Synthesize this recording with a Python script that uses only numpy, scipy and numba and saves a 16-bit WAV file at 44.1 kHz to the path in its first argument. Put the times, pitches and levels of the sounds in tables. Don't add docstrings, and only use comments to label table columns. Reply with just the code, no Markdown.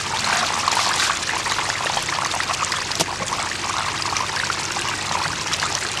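import sys
import numpy as np
from scipy import signal
from scipy.fft import rfft, irfft
from scipy.io import wavfile
from scipy.ndimage import uniform_filter1d
from numba import njit

SR = 44100
rng = np.random.default_rng(int(sys.argv[2]) if len(sys.argv) > 2 else 0)


def materialize(psi):
    bounded = np.clip(np.atleast_2d(psi).T, -1, 1)
    quanta = np.round(bounded * 32767).astype(np.int16)
    wavfile.write(sys.argv[1], SR, quanta)


def magnitude_from_level(level_db):
    exponent = np.asarray(level_db, float) / 20
    return 10 ** exponent


N = 264600
TIME = np.arange(N) / SR

# time in seconds, fizz level in dB.
WATER_FLOW = [(0.0, -26.5), (0.1, -31), (0.22, -25.5), (0.7, -27.5), (1.04, -25), (1.2, -28.5),
              (2.1, -28.5), (2.2, -30.5), (2.4, -28.5), (2.97, -29.5), (3.06, -33.5), (3.18, -32.5),
              (3.3, -30), (3.75, -30), (4.9, -29), (5.3, -30), (5.5, -28.5), (6.0, -29)]
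# start in seconds, length in seconds, level in dB, pitch in Hz.
AIR_SURGES = [(0.102, .066, -25, 926), (0.262, 0.105, -22.5, 1040), (0.407, 0.034, -19.5, 1170),
              (0.5, 0.094, -21, 1030), (0.628, 0.36, -20.5, 1003), (1.0, .13, -20, 1354),
              (1.331, 0.038, -21.5, 900), (1.454, 0.08, -21.5, 1144), (1.58, 0.1, -23.5, 955),
              (1.804, 0.046, -19, 1090), (1.892, 0.083, -24.5, 864), (2.121, 0.14, -22.5, 1020),
              (2.335, 0.034, -16.5, 1010), (2.487, 0.049, -18.5, 1070), (2.596, .04, -24, 1160),
              (2.711, 0.12, -24, 1140), (2.889, .03, -23.5, 990), (3.078, 0.067, -23.5, 894),
              (3.324, 0.14, -23, 1040), (3.638, 0.32, -22, 1104), (4.037, 0.21, -24.5, 1040),
              (4.325, 0.069, -24, 1078), (4.569, .06, -23.5, 1000), (4.76, 0.021, -19, 930),
              (4.84, 0.058, -25, 1010), (5.078, 0.2, -24, 950), (5.51, 0.036, -26, 1260),
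              (5.632, 0.043, -19.5, 1140), (5.717, 0.043, -25, 900)]
# time in seconds, peak in dB, pitch in Hz.
LARGE_POCKETS = [(.152, -18, 834), (.3, -7.5, 1070), (.679, -4.5, 1056), (.715, -17, 1290),
                 (.769, -10, 880), (.792, -8, 1060), (.863, -9, 1000), (.893, -13, 975), (1.095, -14, 1270),
                 (1.52, -10.5, 1020), (1.691, -12.5, 860), (1.86, -13.5, 630), (1.899, -9.5, 900),
                 (1.971, -7.5, 825), (2.187, -9, 1000), (2.363, -12, 880), (2.51, -9, 1056),
                 (2.63, -10.5, 1185), (3.127, -14, 860), (2.496, -13, 1080), (4.055, -14, 1110),
                 (4.126, -11, 1004), (4.206, -13, 990), (4.501, -7.5, 1320), (4.769, -11, 910),
                 (5.113, -9.5, 907), (5.153, -10.5, 980), (5.254, -11.5, 1307), (5.627, -17, 1170),
                 (5.652, -16, 1160)]
# time in seconds, peak in dB, pitch in Hz.
POOL_PLOPS = [(.327, -7.5, 1490), (.914, -12, 1580), (1.027, -13, 1470), (1.17, -21, 1770),
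              (1.294, -10.5, 1740), (1.461, -15, 1960), (1.517, -11, 1780), (1.585, -16.5, 1660),
              (1.701, -10, 1720), (1.755, -16.5, 2100), (1.869, -11.5, 1800), (2.088, -13, 2040),
              (2.125, -13.5, 1650), (2.404, -12, 1890), (3.515, -13.5, 1840), (3.845, -26, 1770),
              (4.167, -14, 2260), (4.399, -10.5, 1800), (4.435, -10.5, 1440), (4.706, -17, 1485),
              (4.789, -17.5, 1700), (5.26, -15, 1860), (5.332, -15.5, 1570), (5.629, -8.5, 1680),
              (5.813, -19, 2130), (5.826, -14.5, 1580), (5.851, -14.5, 1670)]
# time in seconds, peak in dB, pitch in Hz, decay in cycles.
HELD_POCKETS = [(.429, -14, 1154, 13.4), (1.099, -17, 1120, 12.5), (1.107, -12.5, 1550, 13),
                (2.34, -23, 917, 13.3), (2.401, -17.5, 1330, 8.4), (3.329, -15, 1130, 11),
                (3.652, -18.5, 1014, 10), (3.773, -21, 1349, 11), (5.216, -19, 1010, 10),
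                (5.526, -17, 1250, 7.9)]
# time in seconds, peak in dB, pitch in Hz.
SHARP_SPITS = [(0.171, -16, 3670), (0.244, -12.5, 4100), (0.329, -17, 2550), (0.37, -14, 6630),
               (0.68, -13, 4330), (0.7166, -13.5, 6800), (0.9975, -11, 4000), (1.1712, -14.5, 6950),
               (1.496, -15.5, 4600), (1.52, -16, 6800), (1.7, -13, 5150), (1.9717, -15.5, 3200),
               (2.2477, -13.5, 6130), (2.72, -10, 4780), (2.916, -11, 4900), (2.9538, -11.5, 5650),
               (3.282, -16, 6910), (3.3923, -18.5, 3320), (3.644, -19, 4940), (3.783, -16.5, 3850),
               (4.022, -13, 4900), (4.167, -11, 6000), (4.8858, -16, 2800), (5.238, -16.5, 4370),
               (5.4127, -17, 5490), (5.534, -11.5, 5600), (5.538, -11, 3870), (5.5985, -14, 4690),
               (5.751, -9, 5820), (5.9734, -14.5, 3030)]
# pitch in Hz, level in dB per Hz.
BUBBLE_SPECTRUM = [(260, -41), (450, -20), (659, -7.5), (720, -12.5), (897, 1), (1220, -9), (1460, -5.5),
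                   (2820, -12.5), (3170, -8.5), (5950, -9), (7870, -14.5), (9950, -34), (15000, -26)]
# frequency in Hz, level in dB per Hz.
SPRAY_SPECTRUM = [(15, -47), (25, -13), (91, -2.5), (238, 0), (347, 4.5), (442, -2), (1190, 1.5), (1360, 0),
                  (2670, 0), (3140, -5), (4690, -5), (7210, -9), (10200, -18.5), (13700, -30), (15300, -53)]
# start, peak and end in seconds, level in dB, centre of the grit noise in Hz.
SHOVEL_STROKES = [
    (.2, .36, 0.48, -26.5, 1500),
    (0.705, 0.818, 0.92, -24.5, 4100),
    (0.938, 1.04, 1.1, -23, 4460),
]
# pitch in Hz, width in Hz, level in dB, start and end in seconds.
BLADE_RINGS = [
    (720, 24, -26.5, .325, 0.406),
    (696, 37, -24.5, .415, 0.466),
]
# time in seconds, thud in dB, hardness in dB per octave,
# grit level in dB, grit decay in seconds.
DIRT_CLODS = [
    (2.9972, -23, -5.5, -13, 0.06),
    (3.0065, -32, 13, -14.5, 0.033),
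    (3.0094, -16, -4.5, -23, 0.031),
    (3.0145, -28, 5, -31, 0.059),
]
# pitch in Hz, level in dB, time to fall 60 dB in seconds.
TRAY_MODES = [(170, -9, 0.065), (250, -12, 0.043), (347, 0, 0.037), (485, 1.5, 0.027), (667, 3, 0.047),
              (950, 5, 0.022), (1140, -7, .035), (1900, -20, .025), (2800, -15, .02)]
# time in seconds, peak in dB, pitch in Hz, decay in cycles.
DIRT_SLUMP = [(3.200, -25, 835, 16), (3.205, -23.5, 530, 7.5), (3.215, -18, 180, 1.5),
              (3.221, -14.5, 1090, 7.5), (3.223, -25, 620, 8.8), (3.233, -24.5, 533, 5.6),
              (3.229, -21, 2230, 13)]
# pitch in Hz, rms level in dB.
ENGINE_TONES = [(53.4, -53), (84, -49.5), (99, -45), (116, -52.5), (133.3, -48), (160, -49), (189, -54.5),
                (213.5, -51.5), (334, -55)]
# middle in seconds, level in dB, centre in Hz, half length in seconds.
WIND_PUFFS = [(.2, -71, 30, .08), (.95, -69, 32, 0.11), (2.0, -43, 32, .08), (0.39, -41, 225, 0.33),
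              (5.3, -39, 156, 0.43), (5.35, -43, 93, 0.25), (0.4, -45, 150, .3), (4.72, -43, 150, 0.32)]

SURGE_EDGE_S, CALM_DB = 0.0084, -34.5


def level(x, db):
    return x * magnitude_from_level(db) / np.sqrt(np.mean(x ** 2))


def colour(table, hz):
    table = np.array(table)
    return np.interp(np.log(np.maximum(hz, 1)), np.log(table[:, 0]), table[:, 1])


def band(x, hz, width_hz):
    return signal.lfilter(*signal.iirpeak(hz, hz / width_hz, fs=SR), x)


def walk(rate):
    hold = int(SR / rate)
    steps = np.repeat(rng.standard_normal(N // hold + 1), hold)
    return 1.3 * uniform_filter1d(uniform_filter1d(steps, hold), hold)[:N]


def flutter(rate):
    quick = walk(rate)
    return quick - uniform_filter1d(quick, int(4 * SR / rate))


@njit
def ring(n, start, hz, cycles, glide, gain, rise):
    out = np.zeros(n)
    for k in range(len(start)):
        phase, step = 0., hz[k] / SR
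        life = cycles[k] / step
        for i in range(min(int(4 * life), n - start[k])):
            envelope = gain[k] * np.exp(-i / life) * min(phase / rise[k], 1.)
            out[start[k] + i] += envelope * np.sin(2 * np.pi * phase)
            phase += min(step * (1 + glide[k] * min(i / life, 2.)), .45)
    return out


def tones(s, hz, cycles, glide, db, rise):
    flat = np.ones(len(s))
    start = (np.maximum(s, 0) * SR).astype(np.int64)
    return ring(N, start, hz * flat, cycles * flat, glide * flat, magnitude_from_level(db) * flat, rise * flat)


def water():
    fizz_db = np.interp(TIME, *np.transpose(WATER_FLOW))
    flow_change_db = fizz_db - fizz_db.mean()
    surge_db = surges()
    gurgle_db = -29 + 0.5 * flow_change_db + 0.26 * (surge_db - surge_db.mean())
    gurgle = bubbles(count=2200, lo_hz=648, hi_hz=2610, cycles=3.1, glide=0.158, scatter_db=3.5, bunch=.8)
    fizz = bubbles(count=8000, lo_hz=2169, hi_hz=14120, cycles=5.5, glide=0.0986, scatter_db=3.5, bunch=.9)
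    crackle = bubbles(count=1500, lo_hz=2570, hi_hz=9470, cycles=1.0, glide=0.17, scatter_db=4.5, bunch=.9)
    froth = level(fizz, -3.0) + level(crackle, -8.5)
    rush = level(spray(1.09 * flow_change_db), -29.5)
    droplets = rng.standard_normal((2, N))

    s, db, hz, cycles = pockets(count=28)
    big = tones(s - 0.258 * cycles / hz, 0.88 * hz, 0.69 * cycles, 0.159, db + 3.5, 0.39 * cycles)
    big_drops = level(band(band(droplets[0], 930, 1650), 1550, 2200), -12)
    big = big + big_drops * splashes(s, db, 0.0027)

    s, db, hz = spits(fizz_db, count=110)
    small = tones(s - .0004, .95 * hz, 5.9 + 4 * rng.random(len(s)), 0.055, db + 4.0, 3.0)
    small_drops = level(band(band(droplets[1], 4200, 5500), 4900, 5500), -7.0)
    small = small + small_drops * splashes(s, db, 0.0027)
    return rush + level(gurgle, -1.7) * magnitude_from_level(gurgle_db) + froth * magnitude_from_level(fizz_db) + big + small


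def surges():
    start, length, db, hz = np.transpose(AIR_SURGES)
    since_start = TIME - start[:, None]
    until_end = (start + length)[:, None] - TIME
    gate = np.clip(np.minimum(4 * since_start, until_end) / SURGE_EDGE_S + 1, 0, 1)
    return CALM_DB + np.max(gate * np.maximum(db - CALM_DB, 0)[:, None], axis=0)


def pockets(count):
    gap_s, fade_db, hush_s, hush_db = .014, -1, 0.0082, -7
    peak_db, scatter_db, pitch_spread = 5, 2.5, .16
    ring_s = 0.003705
    start, length, db, hz = np.transpose(AIR_SURGES)[:, :, None]
    chance = rng.standard_normal((3, len(AIR_SURGES), count))
    after = np.cumsum(gap_s * np.exp(.4 * chance[0]), axis=1)
    after = after - after[:, :1] + 0.004003
    db = db + peak_db + fade_db * after / length + scatter_db * chance[1]
    db = db - 40 * np.clip((after - length) / SURGE_EDGE_S, 0, 1)
    s = np.clip(start + after, 0, .999 * TIME[-1])
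    until_large = np.transpose(LARGE_POCKETS)[0] - s[..., None]
    db = db + hush_db * np.max(np.exp(-(until_large / hush_s - 1) ** 2), axis=-1)
    hz = hz * np.exp(pitch_spread * np.tanh(chance[2]))
    train = [column.ravel() for column in (s, db, hz)]
    s, db, hz = np.hstack([train, np.transpose(LARGE_POCKETS), np.transpose(POOL_PLOPS)])
    return np.hstack([[s, db, hz, ring_s * hz], np.transpose(HELD_POCKETS)])


def spits(fizz_db, count):
    stray_db, scatter_db = 6.5, 5.5
    chance = rng.random((count, 3)).T
    s = chance[0] * TIME[-1]
    db = np.interp(s, TIME, fizz_db) + stray_db + scatter_db * (2 * chance[1] - 1)
    hz = 2600 * 2.5 ** chance[2]
    return np.hstack([[s, db, hz], np.transpose(SHARP_SPITS)])


def bubbles(count, lo_hz, hi_hz, cycles, glide, scatter_db, bunch):
    chance = rng.random((count, 5)).T
    density = np.cumsum(np.exp(bunch * flutter(60)))
    s = np.interp(chance[0], density / density[-1], TIME)
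    hz = lo_hz * (hi_hz / lo_hz) ** chance[1]
    db = colour(BUBBLE_SPECTRUM, hz) + 20 * np.log10(hz) - scatter_db * np.log(chance[2] + 0.0065)
    return tones(s, hz, cycles * (0.54 + 0.94 * chance[3]), glide * 2 * chance[4], db, 1.2)


def spray(swell_db):
    freq = np.fft.rfftfreq(N, 1 / SR)
    octave = np.log2(np.maximum(freq, 1) / 20)
    shared = flutter(50)
    out = 0
    for centre in np.arange(0, 10, .5):
        overlap = np.sqrt(np.clip(1 - 2 * abs(octave - centre), 0, 1))
        shape = magnitude_from_level(colour(SPRAY_SPECTRUM, freq)) * overlap
        noise = irfft(rfft(rng.standard_normal(N)) * shape, N)
        flicker = np.clip((centre - 4) / 1.34, 0, 1) - 0.22 * max(centre - 8, 0)
        out = out + noise * magnitude_from_level(flicker * (1.4 * shared + 2.4 * flutter(35) + swell_db))
    return out


def splashes(s, db, decay):
    kicks = np.bincount((s * SR).astype(int), magnitude_from_level(db), N)
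    return signal.lfilter([1], [1, -np.exp(-1 / (decay * SR))], kicks)


def trough(x, lag_s, db):
    lag = SR * lag_s * (1 + 0.313 * np.tanh(walk(25)))
    return x + magnitude_from_level(db) * np.interp(np.arange(N) - lag, np.arange(N), x)


def shovel():
    out = 0
    for start, peak, end, db, hz in SHOVEL_STROKES:
        grit = rng.standard_normal(N) * magnitude_from_level(1.8 * walk(300) + 0.66 * walk(40.2))
        scrape = level(band(band(grit, hz, 1.0 * hz), hz, 1.2 * hz), db)
        out = out + scrape * np.sin(np.interp(TIME, [start, peak, end], [0, np.pi / 2, 0]))
    for hz, width_hz, db, start, end in BLADE_RINGS:
        gate = np.interp(TIME, [start, start + 0.0059, end - .015, end], [0, 1, 1, 0])
        out = out + level(band(rng.standard_normal(N), hz, width_hz), db) * gate
    return out


def load():
    grit = rng.standard_normal(N) * magnitude_from_level(1.5 * walk(900))
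    grit = level(band(band(grit, 3200, 7800), 3900, 7700), 0)
    s, db, hz, cycles = np.transpose(DIRT_SLUMP)
    slump = tones(s, hz, cycles, 0., db, 0.9)
    stone_click = tones([3.0103], 5600, 2.5, 0., -1.5, 0.34)
    out = slump + stone_click
    hz, mode_db, t60 = np.transpose(TRAY_MODES)
    cycles = t60 * hz / np.log(1000)
    for s, thud_db, hard_db, grit_db, decay in DIRT_CLODS:
        struck_db = thud_db + mode_db + hard_db * np.log2(hz / 700)
        out = out + tones(s + .0012 * rng.random(len(hz)), hz, cycles, 0., struck_db, 0.56)
        rattle = (TIME >= s) * 1000. ** (-np.maximum(TIME - s, 0) / decay)
        out = out + grit * magnitude_from_level(grit_db) * rattle
    return out


def hum():
    drift = 1 + 0.00403 * walk(.8)
    out = 0
    for hz, db in ENGINE_TONES:
        loudness = np.sqrt(2) * magnitude_from_level(db + 1.5 * walk(3.9))
        turns = np.cumsum(hz * drift) / SR + rng.random()
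        out = out + loudness * np.sin(2 * np.pi * turns)
    return out


def breeze():
    out = 0
    for s, db, hz, length in WIND_PUFFS:
        rumble = level(band(rng.standard_normal(N), hz, 19), db)
        out = out + rumble * np.exp(-((TIME - s) / length) ** 2)
    return out


def scene():
    return (trough(water(), .002, -11.5) + shovel() + load() + hum() + breeze())[None]


def top_cut(x):
    return signal.sosfilt(signal.butter(12, 15440, fs=SR, output="sos"), x)


def record(dry):
    dull = signal.sosfilt(signal.butter(3, 11000, fs=SR, output="sos"), np.tanh(dry))
    thin = signal.sosfilt(signal.butter(2, 30, "high", fs=SR, output="sos"), dull)
    return top_cut(thin)


dry = scene()
out = record(dry)
materialize(out)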